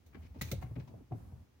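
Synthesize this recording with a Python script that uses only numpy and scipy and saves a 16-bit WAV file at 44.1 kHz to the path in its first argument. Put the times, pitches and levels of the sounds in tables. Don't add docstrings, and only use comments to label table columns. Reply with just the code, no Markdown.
import sys
import numpy as np
from scipy import signal
from scipy.fft import rfft, irfft
from scipy.io import wavfile

SR = 44100
rng = np.random.default_rng(int(sys.argv[2]) if len(sys.argv) > 2 else 0)


def transcribe(u):
    v = np.clip(np.atleast_2d(u).T, -1, 1)
    q = np.round(v * 32767).astype(np.int16)
    wavfile.write(sys.argv[1], SR, q)


N = 70560
TIME = np.arange(N) / SR
LEFT_LAG_S = 0.00014

# f/Hz, level/dB
AIR_SPECTRUM = [(250, 0), (500, -8), (1000, -15), (2200, -17), (4000, -22), (6400, -23), (8000, -30),
                (13000, -33), (15300, -28)]
# f/Hz, level/dB
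ROCKING_SPECTRUM = [(15, -69), (28, -34), (40, -19.5), (55, -2.5), (80, 2), (110, -6.5), (160, -12.5),
                    (250, -17), (420, -28.5), (900, -30.5), (3000, -52.5)]
# t/s, level/dB
ROCKING_LEVELS = [(0, -67.5), (.14, -60.5), (.2, -51), (.22, -52), (.34, -58), (.45, -47), (.6, -49),
                  (.85, -53.5), (1.0, -56), (1.09, -65), (1.17, -47.5), (1.43, -56), (1.48, -69.5),
                  (1.6, -66)]
# f/Hz, level/dB
RUSTLE_SPECTRUM = [(200, 41.5), (700, -5), (1400, 16), (2400, -39), (4000, -4), (6500, -25), (8500, -16),
                   (13000, -35), (15300, 17.5)]
# t/s, level/dB, f/Hz, t60/s
SHEET_SNAPS = [(0.4120, -35, 1960, 0.027), (0.4121, -42, 1620, 0.011), (0.4123, -39.5, 1264, 0.038),
               (0.488, -48, 2400, 0.025), (0.5145, -47.5, 1350, 0.033), (0.5175, -48.5, 2260, 0.029)]
# t/s, level/dB, hold/s, t60/s
CLAW_RIPS = [(0.0614, -67, 0.0026, 0.15), (0.4109, -41.5, 0.0017, 0.0064), (0.4142, -37.5, 0.0034, 0.054),
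             (0.44, -56.5, 0.046, 0.36), (0.5137, -36.5, 0.0034, 0.043), (0.5148, -38, 0.00012, 0.0027),
             (0.612, -64.5, 0.022, 0.053), (0.79, -73, 0.0036, 0.04), (0.875, -79, 0.0031, 0.044)]
# f/Hz, level/dB
RIP_SPECTRUM = [(400, 9), (1200, -6.5), (2200, 3.5), (3000, -2), (4000, 3.5), (5100, -6.5), (6400, 2),
                (7700, -6.5), (10500, -6), (13000, -9), (15200, 1)]
# t/s, thud level/dB, contact/s, pat level/dB, pat f/Hz
PAW_FALLS = [(0.064, -63, 0.0057, -66.5, 302), (0.147, -54, 0.0034, -54, 276),
             (0.165, -51.5, 0.0026, -54, 245), (0.191, -60.5, 0.0025, -73, 244),
             (0.224, -50, 0.045, -63, 263), (0.249, -66.5, 0.0015, -62, 272), (0.3, -43, 0.01, -68, 273),
             (0.344, -54, 0.0038, -55.5, 714), (0.358, -47.5, 0.0028, -46.5, 296),
             (0.384, -40.5, 0.0059, -76, 292), (0.414, -38.5, 0.00408, -52, 253),
             (0.443, -40.5, 0.0079, -69, 278), (0.518, -29, 0.00375, -47.5, 548),
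             (0.573, -31.5, 0.0077, -66, 285), (0.621, -43, 0.0053, -47, 730),
             (0.632, -35.5, 0.0039, -51.5, 303), (0.661, -60, 0.0029, -62, 436),
             (0.708, -35, 0.0054, -52.5, 273), (0.761, -34.5, 0.0046, -44.5, 288),
             (0.78, -34.5, 0.0037, -55, 425), (0.799, -40, 0.00454, -50, 384),
             (0.874, -46.5, 0.0051, -62, 914), (0.903, -50.5, 0.0027, -69, 278),
             (0.935, -44, 0.0053, -56.5, 570), (1.004, -52.5, 0.0018, -59, 270),
             (1.108, -39.5, 0.0038, -46.5, 282), (1.115, -32.5, 0.00449, -50.5, 780),
             (1.142, -43, 0.0044, -49, 288), (1.32, -45.5, .004, -58, 610), (1.397, -46, 0.0095, -106, 302)]
# f/Hz, level/dB, t60/s
MATTRESS_MODES = [(86, -3.5, 0.16), (181, -11, 0.089), (247, -11, 0.085), (316, -3, 0.079)]
# t/s, level/dB, attack/s, hold/s, tilt/(dB per octave)
PAW_SKIDS = [(0.125, -67.5, 0.0069, 0.0076, -15), (0.142, -59, 0.005, 0.0087, -13),
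             (0.213, -71.5, .012, 0.045, -4.5), (0.34, -74, 0.0037, 0.034, -4.5),
             (0.386, -70, .004, .012, 0), (0.42, -58, .002, .02, 1), (0.516, -55, .001, .006, 2),
             (0.613, -57, .013, 0.0056, -15), (0.662, -67.5, 0.0025, 0.0044, -12),
             (0.753, -60.5, 0.009, 0.0035, -10.5), (0.795, -62.5, 0.0055, 0.0062, -6.5),
             (0.873, -70.5, .003, 0.012, 0), (1.118, -69, .004, .003, -9), ]
# f/Hz, level/dB
SCUFF_SPECTRUM = [(300, -46), (900, -13), (1500, -3.5), (2400, 6), (3400, 1), (6300, -1), (8500, -19),
                  (15000, -50)]
# t/s, level/dB, f/Hz, t60/s
BASE_KNOCKS = [(0.415, -53, 278, 0.11), (0.4155, -34, 175, 0.036), (0.5205, -42, 496.5, 0.14),
               (0.522, -42, 557, 0.085), (0.5225, -41, 366, 0.11), (0.532, -51.5, 686, 0.039),
               (0.7615, -44, 248, 0.063), (0.763, -42.5, 175, 0.07), (1.119, -37.5, 736, 0.027),
               (1.1215, -38.5, 341, 0.044), (1.124, -46, 240, 0.12), (1.136, -50.5, 617, 0.042)]
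# f/Hz, level/dB
SHUFFLE_SPECTRUM = [(110, -45), (170, -1.5), (245, -1), (340, -4.5), (480, -16.5), (680, -12),
                    (1000, -26.5), (1500, -39), (5000, -56)]
# f/Hz, t60/s
ROOM_DECAY = [(100, 0.18), (300, 0.12), (1200, 0.26), (4000, 0.29), (8000, 0.18), (15000, 0.074)]
# f/Hz, left-right correlation (0 wide, 1 mono)
STEREO_LIKENESS = [(60, .98), (130, .8), (260, .35), (600, .2), (4000, .05), (8000, .1), (11500, .97)]
# f/Hz, left minus right level/dB
MIC_COLOUR = [(80, 0), (170, 4), (380, -3), (550, 2), (750, -1), (1100, 5.5), (1600, 11), (2400, 7.5),
              (3400, -4.5), (5800, -8.5), (10000, 1.5), (14000, -1.5)]


def from_db(db):
    return 10 ** (np.asarray(db) / 20)


def rms_one(x):
    return x / np.sqrt(np.mean(x ** 2) + 1e-20)


def at_hz(points, hz):
    freqs, values = np.transpose(points)
    return np.interp(np.log(np.maximum(hz, 1)), np.log(freqs), values)


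def envelope(start, attack, hold, t60):
    t = TIME - start
    rise = np.clip(t / max(attack, 1e-4), 0, 1)
    return rise * from_db(-60 * np.maximum(t - attack - hold, 0) / t60)


def band(x, low_hz, high_hz):
    return signal.sosfilt(signal.butter(2, [low_hz, high_hz], "band", fs=SR, output="sos"), x)


def ring(x, hz, t60):
    radius, angle = from_db(-60 / (t60 * SR)), 2 * np.pi * hz / SR
    return signal.lfilter([0, np.sin(angle)], [1, -2 * radius * np.cos(angle), radius ** 2], x + 1e-18)


def stereo(pair, spectrum):
    hz = np.arange(N // 2 + 1) * SR / N
    alike = at_hz(STEREO_LIKENESS, hz)
    mid, side = rfft(pair)
    left_right = np.sqrt(1 + alike) * mid + np.sqrt(1 - alike) * side * np.array([[1], [-1]])
    return rms_one(irfft(left_right * from_db(at_hz(spectrum, hz)), N))


def noise(spectrum=((1, 0), (2, 0))):
    return stereo(rng.standard_normal((2, N)), spectrum)


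def threads(spectrum, slips_per_s=9000, spread_db=2):
    sizes = from_db(spread_db * np.minimum(rng.exponential(1, N), 4))
    grains = rng.standard_normal((2, N)) * sizes
    slipping = rng.random(N) < slips_per_s / SR
    return stereo(grains * slipping, spectrum)


def room_tone():
    return from_db(-72) * rms_one(band(noise(AIR_SPECTRUM), low_hz=140, high_hz=21000))


def bed_rocking():
    level_db = np.interp(TIME, *np.transpose(ROCKING_LEVELS))
    return from_db(level_db) * noise(ROCKING_SPECTRUM)


def bedding_rustle():
    run = envelope(start=0.06, attack=0.017, hold=0.84, t60=0.18)
    return from_db(-69) * run * threads(RUSTLE_SPECTRUM)


def claw_catches():
    tearing = sum(from_db(db) * envelope(start, attack=0.0022, hold=hold, t60=t60)
                  for start, db, hold, t60 in CLAW_RIPS)
    snaps = np.zeros((2, N))
    for channel, lag in enumerate((LEFT_LAG_S, 0)):
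        for start, db, hz, t60 in SHEET_SNAPS:
            pluck = signal.unit_impulse(N, int((start + lag) * SR))
            snaps[channel] += from_db(db) * ring(pluck, hz, t60)
    return tearing * threads(RIP_SPECTRUM) + snaps


def paw_thuds():
    force = np.zeros(N)
    for start, db, contact, *_ in PAW_FALLS:
        push = np.sin(np.pi * np.clip((TIME - start) / contact, 0, 1))
        force += from_db(db) * push / push.sum()
    modes = sum(from_db(db) * ring(force, hz, t60) for hz, db, t60 in MATTRESS_MODES)
    return band(modes + mattress_bounces(), low_hz=54.3, high_hz=770)


def mattress_bounces(rest_hz=76, cycles_per_contact=0.669, relax_s=0.0288, trim_db=-3):
    bounces = np.zeros(N)
    for start, db, contact, *_ in PAW_FALLS:
        t = np.maximum(TIME - start, 0)
        bend_hz = cycles_per_contact / contact - rest_hz
        cycles = rest_hz * t + bend_hz * relax_s * (1 - np.exp(-t / relax_s))
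        shape = envelope(start, attack=0.0057, hold=0.0048, t60=0.12)
        bounces += from_db(db + trim_db) * shape * np.sin(2 * np.pi * cycles)
    return bounces


def cover_pats(low_hz=166, top_hz=1050):
    puff = band(band(noise(), low_hz, top_hz), low_hz, top_hz)
    pats = np.zeros((2, N))
    for start, _, _, db, hz in PAW_FALLS:
        hollow = signal.lfilter(*signal.iirpeak(hz, Q=4.23, fs=SR), puff)
        pats += from_db(db) * envelope(start, attack=0.0045, hold=0.0011, t60=0.081) * rms_one(hollow)
    return pats


def cloth_scuffs():
    scuffs = np.zeros((2, N))
    for start, db, attack, hold, tilt in PAW_SKIDS:
        tilted = [(hz, level + tilt * np.log2(hz / 1000)) for hz, level in SCUFF_SPECTRUM]
        scuffs += from_db(db) * envelope(start, attack, hold, t60=0.035) * threads(tilted)
    return scuffs


def base_knocks():
    t = TIME - np.array([[LEFT_LAG_S], [0]])
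    knocks = np.zeros((2, N))
    for start, db, hz, t60 in BASE_KNOCKS:
        shape = envelope(start, attack=0.003, hold=0.00084, t60=t60)
        knocks += from_db(db) * shape * np.sin(2 * np.pi * hz * (t - start))
    return knocks


def turning_shuffle():
    turn = envelope(start=0.853, attack=0.048, hold=0.11, t60=0.079)
    return from_db(-58.5) * turn * threads(SHUFFLE_SPECTRUM)


def bedroom_reverb(send):
    edges_hz = 40 * 2. ** np.arange(10)
    whites = noise(), noise()
    tail = np.zeros((2, N))
    for octave, (low, high) in enumerate(zip(edges_hz, edges_hz[1:])):
        fade = envelope(start=0, attack=0.0059, hold=0, t60=at_hz(ROOM_DECAY, np.sqrt(low * high)))
        tail += band(whites[octave % 2], low, high) * fade / np.sqrt(np.sum(fade ** 2))
    return signal.fftconvolve(send, tail, axes=1)[:, :N]


def microphones(x):
    hz = np.arange(N + 1) * SR / (2 * N)
    balance_db = at_hz(MIC_COLOUR, hz)
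    gains = from_db([balance_db / 2, -balance_db / 2])
    return irfft(rfft(x, 2 * N) * gains)[:, :N]


def scene():
    layers = [(paw_thuds(), -5.5), (base_knocks(), -9.5), (cover_pats(), -11.5),
              (cloth_scuffs(), -6), (claw_catches(), -10.5)]
    direct = sum(sound for sound, _ in layers)
    reverb = bedroom_reverb(sum(from_db(send_db) * sound for sound, send_db in layers))
    air = room_tone()
    cat = microphones(direct + reverb + bedding_rustle() + turning_shuffle())
    return cat + bed_rocking() + air


def record(dry, low_cut_hz=37, high_cut_hz=15900):
    thinned = signal.sosfilt(signal.butter(4, low_cut_hz, "high", fs=SR, output="sos"), dry)
    return signal.sosfilt(signal.ellip(10, .2, 70, high_cut_hz, fs=SR, output="sos"), thinned)


dry = scene()
out = record(dry)
transcribe(out)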